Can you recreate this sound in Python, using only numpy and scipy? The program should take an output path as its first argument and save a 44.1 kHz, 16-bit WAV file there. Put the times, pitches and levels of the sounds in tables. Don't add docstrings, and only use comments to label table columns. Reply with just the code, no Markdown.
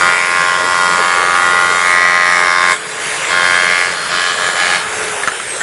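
import sys
import numpy as np
from scipy import signal
from scipy.io import wavfile
from scipy.ndimage import uniform_filter1d

SR = 44100
rng = np.random.default_rng(int(sys.argv[2]) if len(sys.argv) > 2 else 0)


def makeup_ratio(level_db):
    decades = np.asarray(level_db, float) / 20
    return 10 ** decades


def file_out(sig):
    cols = np.atleast_2d(sig).T
    lim = np.clip(cols, -1, 1)
    pcm = np.round(lim * 32767).astype(np.int16)
    wavfile.write(sys.argv[1], SR, pcm)


N = 247842
TIME = np.arange(N) / SR
RELEASE_S = 5.08
BACK_FROM_S, BACK_TO_S = 3.3, 4.82
GEARING = 4.877


def evened(x):
    return x / np.sqrt(np.mean(x ** 2) + 1e-20)


def eased(condition, samples):
    return uniform_filter1d(1. * condition, size=samples)


def curves(rows):
    s, *columns = np.transpose(rows)
    return [np.interp(TIME, s, c) for c in columns]


def wander(hz):
    t = TIME[::64]
    x = sum(np.sin(2 * np.pi * (f * t + rng.random())) / np.sqrt(f) for f in np.geomspace(hz / 10, hz, num=12))
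    return np.interp(TIME, t, evened(x))


def highpass(x, hz):
    return signal.sosfilt(signal.butter(1, hz, "high", fs=SR, output="sos"), x)


# start_s, speed_turns_per_s
SPEED = [(0, 88.4), (.4, 88.7), (1.85, 88.7), (1.95, 88.45), (2.75, 88.4), (3.3, 88.8), (5.07, 88.9)]


def blade_speed():
    coasting_s = np.maximum(TIME - RELEASE_S, 0)
    return curves(SPEED)[0] - 40.5 * coasting_s + 2.5 * coasting_s ** 2


# start_s, end_s, let_go_s, level_db, blade_plate_db
STROKES = [
    (-.1, 2.722, .045, -11.7, -11),
    (3.265, 3.81, .15, -12, -8),
    (4.08, 4.3, .07, -17.5, -1.5),
    (4.36, 4.49, .04, -17.5, -4.5),
    (4.535, 4.765, .028, -16, -3.5),
]
# start_s, level_db
RUB = [(2.8, -29), (3.25, -25.5), (4., -23), (4.8, -23.5), (5., -31), (5.2, -38)]
# start_s, level_db
FEED = [(0, 2.5), (.25, -2.5), (.42, -0.4), (.6, -3.5), (.8, -0.5), (1.25, -1), (1.65, -0.2), (1.79, -2),
        (1.9, 1.), (2.55, 0.4), (2.7, 1.5), (3.3, -2.7), (3.45, 1.2), (3.8, -0.9), (4.1, 0.7)]


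def strokes():
    rise_s, rub_plate_only_db, groove_plate_db = 0.053, -7, 4.5
    plate_feed = 0.33
    (rub_db,), (feed_db,) = curves(RUB), curves(FEED)
    in_groove = eased((TIME > BACK_FROM_S) & (TIME < BACK_TO_S), 1500)
    rub_plate_db = rub_plate_only_db + groove_plate_db * in_groove
    level_db, plate_db = rub_db, rub_plate_db
    for start, end, let_go, db, plate in STROKES:
        contact = np.clip(np.minimum((TIME - start) / rise_s, 1 + (end - TIME) / let_go), 0, 1)
        level_db = level_db + contact * (db + feed_db - rub_db)
        plate_db = plate_db + contact * (plate - plate_feed * feed_db - rub_plate_db)
    return level_db, plate_db


def teeth(turns, bite):
    strikes = np.zeros(N)
    for lag_turns, db in [(0, 0), (.17, -9), (.29, -14), (.5, -18)]:
        place = turns - lag_turns - 0.016 * wander(hz=1.5) * (lag_turns > 0)
        near = (place + .5) % 1 - .5
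        sizes = makeup_ratio(db + .7 * rng.standard_normal(600))
        size = sizes[np.floor(place + 1.5).astype(int)]
        strikes += size * np.exp(-(near / .0018) ** 2)
    chips = (.5 + 0.62 * np.exp(-(turns % 1) / 0.9)) * rng.standard_normal(N)
    return np.sqrt(bite) * evened(strikes - strikes.mean()) + np.sqrt(1 - bite) * evened(chips)


def ring(force, modes, drift_db, late_s, centre_hz=None, reach_hz=200):
    out = np.zeros(N)
    for k, (hz, width, db) in enumerate(modes):
        r = np.exp(-np.pi * width / SR)
        mode = signal.lfilter([1 - r], [1, -r * np.exp(2j * np.pi * hz / SR)], force)
        lag = .8 * k + .05 * k ** 2 + rng.uniform(0, .6)
        off = 0 if centre_hz is None else np.minimum(((hz - centre_hz) / reach_hz) ** 2, 1.6)
        gain = makeup_ratio(db - 6 * off + drift_db * wander(hz=2.5))
        out += gain * (mode * np.exp(-1j * lag)).real
    out = np.roll(out, int(late_s * SR))
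    return out / np.sqrt(uniform_filter1d(out ** 2, size=8000) + 1e-12)


def grit(turns):
    swell = 2.3 + np.exp(-((turns - .03) % 1) / 1.3)
    band = signal.butter(2, [2700, 5600], "band", fs=SR, output="sos")
    return evened(swell * signal.sosfilt(band, rng.standard_normal(N)))


def groove_brush(turns):
    brushing = eased((TIME > BACK_FROM_S) & (TIME < BACK_TO_S), 2000)
    gain = np.sqrt(2) * makeup_ratio(-31.5 + 1.5 * wander(hz=14)) * brushing
    return gain * np.cos(2 * np.pi * 48 * turns)


# pitch_hz, width_hz, level_db
BOTTOM_PATCH = [(91, 44, -25), (185, 26, 2.5), (357, 56, 1), (421, 25, 4), (535, 71, 1.5), (600, 53, -1.5),
                (706, 35, 2.5), (844, 76, 9.5), (886, 52, 2)]
LOW_PATCH = [(944, 110, 1.5), (1056.7, 39, 4.5), (1148, 25.5, 4), (1243, 47, -0.5)]
MIDDLE_PATCH = [(1240, 21, -8.5), (1434, 34, 6), (1562, 47, -5), (1630, 67, 1), (1708, 25, 3),
                (1760, 84, -2.5), (1884, 38, 0.5)]
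HIGH_PATCH = [(1945, 69, -3.5), (2044, 24, 3.5), (2153, 100, -10), (2199, 59, 1.5), (2420, 28, -5.5),
              (2770, 110, -19)]
PLATE = [(2490, 60, 0), (2660, 70, 0), (3020, 80, -2), (3190, 70, -3), (3280, 80, -3), (3520, 110, -3),
         (3720, 110, -3), (4080, 80, -2), (4450, 100, -2), (4700, 50, -2), (4790, 60, 0), (5290, 120, -4),
         (5800, 300, -8), (7200, 300, -10), (8520, 150, -11)]
SPOT_HZ = 770, 1128, 1525, 2050
# start_s, high_over_low_db, upper_patch_slide_hz, lower_patch_slide_hz
SPAN = [(0, -5, -60, 10), (.2, 5, 90, -20), (.4, -3, 70, -17), (.55, -4, -68, -82), (.8, -6, -40, -52),
        (1.1, -6, 63, 15), (1.33, -4.5, -58, 55), (1.7, 0, -150, 60), (1.92, 3.5, -30, 37),
        (2.05, 3.5, 0, -6), (2.4, 1, -42, 48), (2.6, -4, 24, 29), (2.75, 3, 74, 0), (3.35, 0.5, 73, -30),
        (3.8, 7, 40, -31), (4.08, -2, -94, -30), (4.4, -4.5, 75, -28), (4.75, 3.5, 20, 86)]


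def cut(speed, turns):
    (level_db, plate_db), (tilt_db, upper_hz, lower_hz) = strokes(), curves(SPAN)
    back = eased(TIME > BACK_FROM_S, 4000)
    bite = np.clip(0.1 * (uniform_filter1d(level_db, size=2000) + 25), .02, .8)
    bite *= np.where(TIME > STROKES[2][0], .72, 1)
    force = highpass(teeth(turns, bite), 300)

    low_share = 0.36
    low_db = -4.5 - low_share * tilt_db - 2.5 * back
    high_db = -5 + (1 - low_share) * tilt_db - 1.4 * back
    high_db -= 5 * (1 - bite) ** 4
    plate_db = plate_db - 0.2 * tilt_db * (1 - back)
    level_db = level_db - 0.088 * np.maximum(84 - speed, 0)
    low, high = makeup_ratio(low_db), makeup_ratio(high_db)
    rest = np.sqrt(np.clip(1 - low ** 2 - high ** 2, .08, 1))
    bottom = (0.15 + 0.16 * rest) * makeup_ratio(0.039 * np.maximum(lower_hz, 0))

    bottom_hz, low_hz = SPOT_HZ[0] + 1.07 * lower_hz, SPOT_HZ[1] + lower_hz
    middle_hz, high_hz = SPOT_HZ[2] + upper_hz, SPOT_HZ[3] + 1.3 * upper_hz
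    sheet = rest * .85 * ring(force, MIDDLE_PATCH, 2.0, late_s=.0008, centre_hz=middle_hz, reach_hz=240)
    sheet += bottom * ring(force, BOTTOM_PATCH, 0.5, late_s=.00047, centre_hz=bottom_hz, reach_hz=139)
    sheet += low * ring(force, LOW_PATCH, 2.1, late_s=.0004, centre_hz=low_hz, reach_hz=160)
    sheet += high * ring(force, HIGH_PATCH, 1.9, late_s=.0002, centre_hz=high_hz, reach_hz=200)
    plate = .9 * ring(force, PLATE, drift_db=4.0, late_s=0) + .44 * grit(turns)
    sheet += makeup_ratio(plate_db - 1.5) * plate
    return makeup_ratio(level_db - 0.1) * sheet + groove_brush(turns)


def hiss(points, patchy_db):
    frames, hz = N // 256 + 5, np.fft.rfftfreq(1024, 1 / SR)
    a, b, patches = rng.standard_normal((frames, 513, 3)).T
    patches = uniform_filter1d(uniform_filter1d(patches, size=12, axis=0), size=16, axis=1)
    f, level = np.transpose(points)
    db = np.interp(np.log(hz + 1), np.log(f + 1), level)[:, None] + patchy_db * evened(patches)
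    return signal.istft((a + 1j * b) * makeup_ratio(db), nperseg=1024, noverlap=768)[1][:N]


# pitch_hz, level_db_per_hz
FAN = [(30, -50), (85, -13.5), (300, -15.5), (450, -1), (750, -5.5), (1500, -1), (2200, -3.5), (2600, -7),
       (3400, -8.5), (4200, -13.5), (5700, -14.5), (7500, -10), (9500, -12), (11200, -12.5)]
# start_s, level_db
AIR = [(0, -27.5), (1.85, -26.5), (2.14, -33.5), (2.4, -27), (2.56, -34), (2.73, -24), (2.81, -31.5),
       (2.98, -28.5), (3.07, -23.7), (3.45, -26), (4.04, -29), (4.7, -25), (4.86, -28), (5., -24),
       (5.2, -26.3), (5.48, -28.5), (5.62, -26)]


def fan_roar(turns):
    fan = hiss(FAN, patchy_db=2.3)
    fan *= 1 + 0.079 * np.cos(2 * np.pi * (turns - .15))
    band = signal.butter(4, [5730, 10850], "band", fs=SR, output="sos")
    return makeup_ratio(curves(AIR)[0] - 1.3) * fan / np.std(signal.sosfilt(band, fan))


def resonate(x, hz, width):
    turn = np.exp(2j * np.pi * np.cumsum(hz * np.ones(len(x))) / SR)
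    r = np.exp(-np.pi * width / SR)
    return 2 * (turn * signal.lfilter([1 - r], [1, -r], x / turn)).real


# motor_order, level_db, width_hz
WHINE = [(16, -48, 18), (22, -47, 18), (23, -44, 18), (24, -42, 22), (25, -47, 18)]
# pitch_hz, width_hz, level_db
CASING = [(9830, 300, 11), (8380, 500, 17)]


def armature(speed, turns, lost):
    hum_db = -38.5 - 0.5 * eased(TIME > STROKES[0][1], 16000) - 0.6 * lost
    hum_db += 9.5 * np.exp(-((TIME - RELEASE_S) / 0.22) ** 2)
    out = np.sqrt(2) * makeup_ratio(hum_db) * np.cos(2 * np.pi * GEARING * turns)
    brush_hz = 24 * GEARING * speed
    casing_db = sum(db * np.exp(-((brush_hz - hz) / width) ** 2) for hz, width, db in CASING)
    for order, db, width in WHINE:
        line = evened(resonate(rng.standard_normal(N), order * GEARING * speed, width))
        out += makeup_ratio(db + casing_db * (order == 24)) * line
    return out


# pitch_hz, level_db_per_hz
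RUMBLE = [(12, -60), (20, -32), (80, -20), (141, -12), (173, -3.5), (236, -21.5), (353, -6), (400, -34),
          (520, -45), (880, -120)]


def table_rumble(lost):
    air_db, = curves(AIR)
    db = -32 + 0.5 * wander(hz=3.6) - 5.5 * lost + 0.45 * (air_db - air_db.mean())
    return makeup_ratio(db - 7.5) * evened(hiss(RUMBLE, patchy_db=2.0))


def motor(speed, turns):
    lost = np.maximum(SPEED[-1][1] - speed, 0)
    return fan_roar(turns) + armature(speed, turns, lost) + table_rumble(lost)


# start_s, peak_db, pitch_hz, t60_s
CLACKS = [
    (5.235, -5, 1745, 0.02),
    (5.275, 2.5, 1434, 0.02),
    (5.283, -1.5, 1310, 0.019),
    (5.318, -10, 1460, 0.049),
    (5.399, -10.5, 1320, 0.038),
    (5.606, -9, 1525, 0.093),
    (5.611, -7, 1514, 0.11),
]
# pitch_factor, level_db
CLACK_BODY = [(.5, -10), (.82, -16), (1., 6), (1.2, 2.5), (2.1, -9), (2.8, -12), (4.9, -2)]


def clacks():
    out, t = np.zeros(N + 8000), np.arange(8000) / SR
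    for s, db, hz, t60 in CLACKS:
        knock = sum(makeup_ratio(d - 60 * t * np.sqrt(k) / t60) * np.sin(2 * np.pi * hz * k * t) for k, d in CLACK_BODY)
        rattle = uniform_filter1d(rng.standard_normal(8000), size=6) * makeup_ratio(-60 * t / (0.95 * t60))
        knock = (knock + 0.97 * rattle) * (1 - np.exp(-t / 0.00032))
        out[round(s * SR):][:8000] += makeup_ratio(db) * knock / abs(knock).max()
    return out[:N]


def room(x):
    t = np.arange(9000) / SR
    taps = rng.choice([-1., 1.], 9000) * (rng.random(9000) < .05)
    taps *= makeup_ratio(-60 * t / 0.076) * (t > .004)
    return signal.fftconvolve(x, taps / np.linalg.norm(taps))[:N]


def scene():
    speed = blade_speed()
    turns = np.cumsum(speed) / SR + .15
    near = cut(speed, turns) + clacks()
    return (near + makeup_ratio(-8.5) * room(near) + motor(speed, turns))[None]


def top_cut(x):
    return signal.sosfilt(signal.butter(12, 12150, fs=SR, output="sos"), x)


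def record(dry):
    knee, span = .65, .38
    limited = np.sign(dry) * (knee + span * np.tanh((abs(dry) - knee) / span))
    x = highpass(np.where(abs(dry) > knee, limited, dry), 60)
    hz, _, z = signal.stft(x[0], SR, nperseg=1024, noverlap=768)
    hz = hz[:, None]
    patch = uniform_filter1d(uniform_filter1d(abs(z) ** 2, size=3, axis=0), size=8, axis=1)
    around = uniform_filter1d(uniform_filter1d(patch, size=10, axis=0), size=12, axis=1)
    weak = (patch < .42 * around) & (hz > 2800)
    z *= np.where(weak, .25, 1) * (hz < 10930)
    x = signal.istft(z, SR, nperseg=1024, noverlap=768)[1][None, :N]
    mix = np.clip(x, -1, 1)
    return top_cut(mix)


dry = scene()
out = record(dry)
file_out(out)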